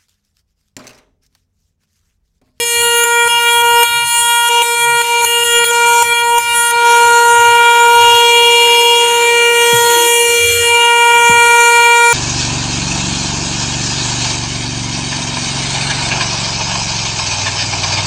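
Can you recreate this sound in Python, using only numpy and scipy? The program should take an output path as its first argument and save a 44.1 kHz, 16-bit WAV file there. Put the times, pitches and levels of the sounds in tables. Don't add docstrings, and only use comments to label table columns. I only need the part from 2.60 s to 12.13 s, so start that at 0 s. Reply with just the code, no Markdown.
import sys
import numpy as np
from scipy import signal
from scipy.fft import rfft, irfft, next_fast_len
from scipy.io import wavfile

SR = 44100
rng = np.random.default_rng(int(sys.argv[2]) if len(sys.argv) > 2 else 0)


def to_wav(s):
    ch = np.atleast_2d(s).T
    pcm = np.round(np.clip(ch, -1, 1) * 32767)
    wavfile.write(sys.argv[1], SR, pcm.astype(np.int16))


N = 420273
STEP = 32
SPARK_HZ = 471.93
SOUND_CM_PER_S = 34300

# start in seconds, how far it jumps (0-1), 1 for an arc on the tube or 0 for
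# corona, buzz in dB, growth in dB per s, crackle in dB, fizz in dB, then the extra path of three echoes in cm,
# counted within one wavelength of the spark rate.
JUMPS = [(0.0, 0.9, 1.0, -1, -12, -15, -39, 20.7, 11, 43.6),
         (0.042, 0.38, 1.0, -5.5, 63, -13, -45.5, 51, 13.7, 44.3),
         (0.22, 0.38, 1.0, 0.6, 16, -14, -47, 58.1, 51.3, 29),
         (0.44, 0.81, 1.0, 5.6, 5, -17, -34, 17.5, 67.4, 70.7),
         (0.678, 0.74, 1.0, -1.1, 41, -18.5, -39.8, 12.2, 52, 62.5),
         (0.79, 0.27, 1.0, 0.4, 47, -15.5, -44, 47.4, 19.6, 24),
         (0.89, 0.29, 1.0, 1.7, 24.8, -13.5, -43, 61.4, 17.6, 12),
         (1.02, 0.33, 1.0, 4.5, -8, -14.5, -37.4, 14.6, 66.5, 53),
         (1.234, 1.0, 1.0, -3, 14.7, -18, -41.1, 54, 24.4, 5.6),
         (1.44, 0.32, 1.0, -5.5, 43, -14, -47, 50, 34.6, 66.5),
         (1.61, 0.29, 1.0, -3, 41, -14.5, -45, 31, 51, 53.5),
         (1.888, 0.55, 0.0, -0.2, 13, -19.5, -34.0, 39, 63, 53),
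         (2.022, 0.96, 1.0, -3.5, 27.5, -17, -38, 65, 54.3, 16),
         (2.15, 0.27, 1.0, -2.7, 68, -15, -46, 18.8, 44, 46.5),
         (2.25, 0.3, 1.0, -0.2, 0.2, -18, -41, 55, 1.75, 12.2),
         (2.417, 0.74, 0.0, -7.5, 60, -20.5, -33, 62.9, 28.8, 18.5),
         (2.615, 0.51, 0.0, -1.7, 11, -15.5, -27.9, 27.2, 68, 8.8),
         (2.65, 0.97, 1.0, -0.4, 16, -15.5, -37, 48, 12.8, 41),
         (2.837, 0.48, 1.0, 0, 44, -13, -46, 59, 23.5, 27.3),
         (2.99, 0.299, 1.0, 2.5, -19.5, -19, -35, 72.7, 22, 27),
         (3.045, 0.89, 1.0, -2, 108, -16, -35.7, 63, 22, 32),
         (3.11, 0.38, 0.0, 0, 18.5, -19, -36.5, 32, 25.7, 59.5),
         (3.25, 0.3, 0.0, 2, -6, -16, -30, 67, 27.3, 13),
         (3.427, 0.9, 1.0, -2, 77.8, -18.5, -34, 54.8, 39.0, 37),
         (3.53, 0.3, 1.0, -2, 61.5, -17, -43, 43.7, 17.1, 25.7),
         (3.62, 0.31, 1.0, -0.8, 37, -18.5, -48, 29.4, 66.4, 39.7),
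         (3.785, 0.95, 1.0, -2.5, 30, -21.2, -37, 15, 47.5, 71.6),
         (3.94, 0.3, 1.0, 1.5, -12, -15.5, -41.1, 18.8, 50.6, 60),
         (4.111, 0.64, 0.0, -3, 13, -33.5, -36.4, 47, 4.1, 60.6)]
# time in seconds, buzz in dB, 8th-11th overtones in dB, crackle in dB,
# air in dB, fizz in dB, then the extra path of the three echoes in cm.
TURN = [(4.12, 0.0, -1, -6.5, 2, -3, 0.0, -0.5, 2), (4.3, 5, 2.5, 10, -1, 6, -0.2, 0.3, -1.4),
        (4.66, 5.0, -4, 8, 0.4, 4, 3.5, 1.0, 0.4), (5.1, 4.3, -0.5, 4, 4, 5.8, -0.8, -2.5, 0.5),
        (5.5, 6.5, 2.4, 8.3, 5, 8, 1.5, 5.5, -6), (5.8, 6, 3, 8.5, 0.2, 5.5, 14, 8, -3.5),
        (6.06, 5, 3.5, 7, 6, 10, 10.5, 6.5, -5), (6.34, 4, 5, 8, 2.9, 5, 13.5, 6.5, -4.5),
        (6.56, 1.1, -1, 7, 2.5, 10.5, 19, 8.5, -6), (6.8, 3.5, -2.5, 7, -0.9, 4, 27, 10.5, -20.5),
        (7.1, 3, -1, 12, 4, 3, 25, 14, -14.5), (7.34, 4.5, 2, 12.5, 6, 9, 17.5, 16.5, -16),
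        (7.54, 3, -4, 15, 1.9, 0, 14, 11.5, -14.5), (7.74, 2, 0.5, 12, 2.0, 6, 16, 11, -21.5),
        (7.92, -0.4, -1, 13, 2, 8, 13, 8, -23), (8.1, 3.5, -1, 10.5, -2, 5, 0.3, 9, -11),
        (8.3, 4.4, -5, 7.5, -4, -2, 1, 9.5, -0.3), (8.6, 5.5, -7, 9.5, -2.5, 5.5, -0.5, 10.0, 0.6),
        (9.0, 6.7, -0.5, 12, -6, 3.2, 0, 12, 0), (9.3, 6, 2.5, 7.3, -0.7, -2, -1, 10.7, 1.2),
        (9.52, 6, 4, 11.5, -8, 1.3, -1.5, 13, -1.5)]
ECHO_GAINS = [0.41, 0.57, -0.48]


def amp(db):
    return 10 ** (np.asarray(db) / 20)


def rms_one(x):
    return x / np.sqrt(np.mean(np.abs(x) ** 2) + 1e-20)


def in_time(rows, t):
    s, *columns = np.transpose(rows)
    return [np.interp(t, s, c) for c in columns]


def coloured(x, spectrum):
    size = next_fast_len(len(x))
    hz = np.maximum(np.arange(size // 2 + 1) * SR / size, 1)
    points_hz, points_db = np.transpose(spectrum)
    gain = amp(np.interp(np.log(hz), np.log(points_hz), points_db))
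    return rms_one(irfft(rfft(x, size) * gain, size)[:len(x)])


def smooth(x, rate_hz):
    r = np.exp(-2 * np.pi * rate_hz * STEP / SR)
    return signal.lfilter([1 - r], [1, -r], x, zi=[r * x[0]])[0]


def drift(rate_hz, count):
    settle = 2000
    x = rng.standard_normal(count + settle) + 1j * rng.standard_normal(count + settle)
    for _ in range(3):
        x = smooth(x, rate_hz)
    return rms_one(x[settle:])


def per_sample(control):
    return np.interp(np.arange(N) / STEP, np.arange(len(control)), control)


def spot_at(t):
    return np.searchsorted(np.array(JUMPS)[:, 0], t, side="right").clip(1) - 1


def buzz(group_db, t):
    group_starts = [1, 2, 3, 4, 5, 6, 7, 8, 12, 24, 33]
    upper_db = [-33, -27, -36, -37, -38, -32, -27, -23, -34, -33, -28, -28, -35, -30, -29, -32, -42, -41,
                -37.0, -38, -41, -48, -43, -41, -43]
    overtone_db = np.r_[np.zeros(7), upper_db]
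    crackle_start = group_starts[-3]
    count = len(t)
    when, far, arc = np.transpose(JUMPS)[:3]
    spot = spot_at(t)
    arc_now = arc[spot]
    path = np.cumsum(far ** 3 * rng.uniform(1, 2 * np.pi - 1, len(when)))
    turn = np.exp(2j * np.pi * SPARK_HZ * np.arange(N) / SR)
    ripple = np.sin(2 * np.pi * 100 * t)
    unrest = 0.062 - 0.014 * arc_now + 0.2 * splutter(t)
    swell = amp(arc_now * drift(7.4, count).real)
    carrier, out = np.ones(N, complex), np.zeros(N)
    for level_db, first, end in zip(group_db, group_starts, group_starts[1:]):
        share = amp(overtone_db[first - 1:end - 1])
        share = share / np.linalg.norm(share)
        for k, part in zip(range(first, end), share):
            carrier = carrier * turn
            chance = rng.standard_normal(len(when))
            for j in range(1, len(when)):
                chance[j] = np.sqrt(1 - far[j] ** 2) * chance[j - 1] + far[j] * chance[j]
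            scatter = np.where(arc > 0, 0.3 + 1.5 / k, 1.5) * chance
            phase = (k * path + scatter + np.pi / 3)[spot]
            wave = part * amp(level_db) * np.exp(1j * phase)
            direct = smooth(smooth(wave, rate_hz=90), rate_hz=90)
            hall = smooth(wave, rate_hz=13)
            wave = 0.35 * direct + 0.65 * hall
            slow, quick = drift(19.0, count), drift(84.4, count)
            waver = unrest * (1 + 0.45 * k) * (slow + (0.9 - 0.47 * arc_now) * quick)
            if end - first > 1:
                wave = wave * amp((3 + 1.55 * arc_now) * drift(4.55, count).real)
            if first == crackle_start:
                wave = wave * amp(13.4 * (arc_now - 0.5) * np.log2(k / 17))
            shape = np.sqrt(2) * wave * swell * (1 + 0.05 / np.sqrt(k) * ripple + waver)
            out += per_sample(shape.real) * carrier.real - per_sample(shape.imag) * carrier.imag
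    return out


def group_levels(t):
    low_direct_db = [-26, -17.5, -23, -29.5, -20.5, -23.5, -26.3]
    air_re_crackle_db = (-15, -13)
    middle_base_db = -27
    growth_s, growth_top_overtone = 0.12, 17
    corona_bass_db = 4.5
    creep_cm, creep_hz = 1.56, 4.8
    when, _, arc, buzz_db, growth, crackle_db, fizz_db = np.array(JUMPS)[spot_at(t), :-3].T
    turn_db, middle_db, turn_crackle_db, turn_air_db, turn_fizz_db = in_time(TURN, t)[:-3]
    k, arc = np.arange(1, 8)[:, None], arc.astype(int)
    echoes = 1
    for gain, cm in zip(ECHO_GAINS, echo_paths(t)):
        creep = creep_cm * arc * drift(creep_hz, len(t)).real
        wavelengths = k * SPARK_HZ * (cm + creep) / SOUND_CM_PER_S
        echoes = echoes + gain * np.exp(-2j * np.pi * wavelengths)
    echo_db = 20 * np.log10(np.abs(echoes) + 0.0011)
    growth_share = np.clip(1 - (k - 1) / growth_top_overtone, 0, 1)
    growth_db = growth * np.clip(t - when, 0, growth_s) * growth_share
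    low_db = np.array(low_direct_db)[:, None] + buzz_db + turn_db + growth_db + echo_db
    low_db[0] += corona_bass_db * (1 - arc)
    crackle_db = crackle_db + turn_crackle_db
    air_db = crackle_db + turn_air_db + np.array(air_re_crackle_db)[arc]
    return [*low_db, middle_base_db + middle_db, crackle_db, air_db], fizz_db + turn_fizz_db


def echo_paths(t):
    return np.array(JUMPS)[spot_at(t), -3:].T + in_time(TURN, t)[-3:]


def splutter(t):
    return sum(far ** 2 * (t > s - 0.004) * np.exp(-np.abs(t - s) / 0.02) for s, far, *_ in JUMPS[1:])


def fizz(fizz_db, crackle_db, t):
    # frequency in Hz, density in dB per Hz.
    fizz_spectrum = [(200, -29), (400, 5), (720, -8), (1200, -4), (1650, 2), (2600, 4), (3300, 8.5),
                     (4000, -9), (4600, -59)]
    # frequency in Hz, density in dB per Hz.
    sizzle_spectrum = [(4000, -50), (5100, -27), (6500, 1.5), (9000, 5.5), (11000, -1), (13700, -16),
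                       (15300, -11)]
    sizzle_re_crackle_db = (-5, -15)
    least_crackle_db = -26
    burst = splutter(t)
    arc = np.array(JUMPS)[spot_at(t), 2].astype(int)
    flicker_db = 2.5 * drift(9.5, len(t)).real
    low = smooth(amp(fizz_db + flicker_db), rate_hz=30) + amp(-31) * burst
    sizzle_db = np.maximum(crackle_db, least_crackle_db) + np.array(sizzle_re_crackle_db)[arc]
    high = smooth(amp(sizzle_db), rate_hz=10) + amp(-36) * burst
    firing_phase = SPARK_HZ * np.arange(N) / SR % 1
    pulse = 0.27 + np.exp(-3.0 * firing_phase)
    low_noise, high_noise = rng.standard_normal((2, N)) * pulse
    low_fizz = per_sample(low) * coloured(low_noise, fizz_spectrum)
    sizzle = per_sample(high) * coloured(high_noise, sizzle_spectrum)
    return with_echoes(low_fizz, t) + sizzle


def with_echoes(x, t):
    detour_cm = 73.4
    n = np.arange(N)
    out = x
    for gain, cm in zip(ECHO_GAINS, echo_paths(t)):
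        lag = (cm + detour_cm) / SOUND_CM_PER_S * SR
        out = out + gain * np.interp(n - per_sample(smooth(lag, rate_hz=10)), n, x)
    return out


def handling(count):
    # frequency in Hz, density in dB per Hz.
    rumble_colour = [(20, -39), (50, -5), (90, 2), (150, -5.5), (250, -7.5), (500, -32)]
    # centre in seconds, level in dB before the shake, frequency in Hz, half length in s.
    hums = [(1.4, -36, 138, 0.074), (2.287, -36.5, 138, 0.091), (4.845, -37, 101.9, 0.19),
            (5.468, -34, 103.6, 0.11), (7.413, -31.5, 341.8, 0.066), (7.957, -26.5, 90, .17)]
    # start in seconds, level in dB before the soft onset, final pitch in Hz, t60 in s.
    knocks = [(7.125, -10, 118, 0.19), (8.693, -1.5, 89, 0.06)]
    rumble_db = -47.5
    t = np.arange(N) / SR
    level = per_sample(amp(rumble_db + 5.0 * drift(6.7, count).real))
    shaky = 1 + 0.85 * per_sample(drift(33.0, count).real)
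    out = np.zeros(N)
    for s, hum_db, hz, half in hums:
        envelope = amp(hum_db) * np.exp(-((t - s) / half) ** 4)
        out += envelope * shaky * np.sin(2 * np.pi * hz * t)
    for s, knock_db, hz, t60 in knocks:
        age = np.maximum(t - s, 0)
        onset = 1 - np.exp(-age / 0.011)
        cycles = hz * age + 1.9 * (1 - np.exp(-age / 0.0057))
        out += onset * amp(knock_db - 60 * age / t60) * np.sin(2 * np.pi * cycles)
        level = level + (t > s) * amp(knock_db - 24 - 60 * age / 0.4)
    return out + level * coloured(rng.standard_normal(N), rumble_colour)


def scene():
    t = np.arange(N // STEP + 2) * STEP / SR
    group_db, fizz_db = group_levels(t)
    crackle_db = group_db[-2]
    return (buzz(group_db, t) + fizz(fizz_db, crackle_db, t) + handling(len(t)))[None]


def record(dry):
    hollow_hz, hollow_width_hz, hollow_depth = 4820, 740, 0.83
    treble_from_hz, treble_lift = 5900, 0.29
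    cutoff_hz = 15450
    clipped = np.clip(dry, -0.9, 0.9)
    band = signal.lfilter(*signal.iirpeak(hollow_hz, hollow_hz / hollow_width_hz, fs=SR), clipped)
    treble = signal.lfilter(*signal.butter(1, treble_from_hz, "high", fs=SR), clipped)
    heard = clipped - hollow_depth * band + treble_lift * treble
    top_cut = signal.ellip(12, 0.5, 90, cutoff_hz, fs=SR, output="sos")
    return signal.sosfilt(top_cut, heard)


dry = scene()
out = record(dry)
to_wav(out)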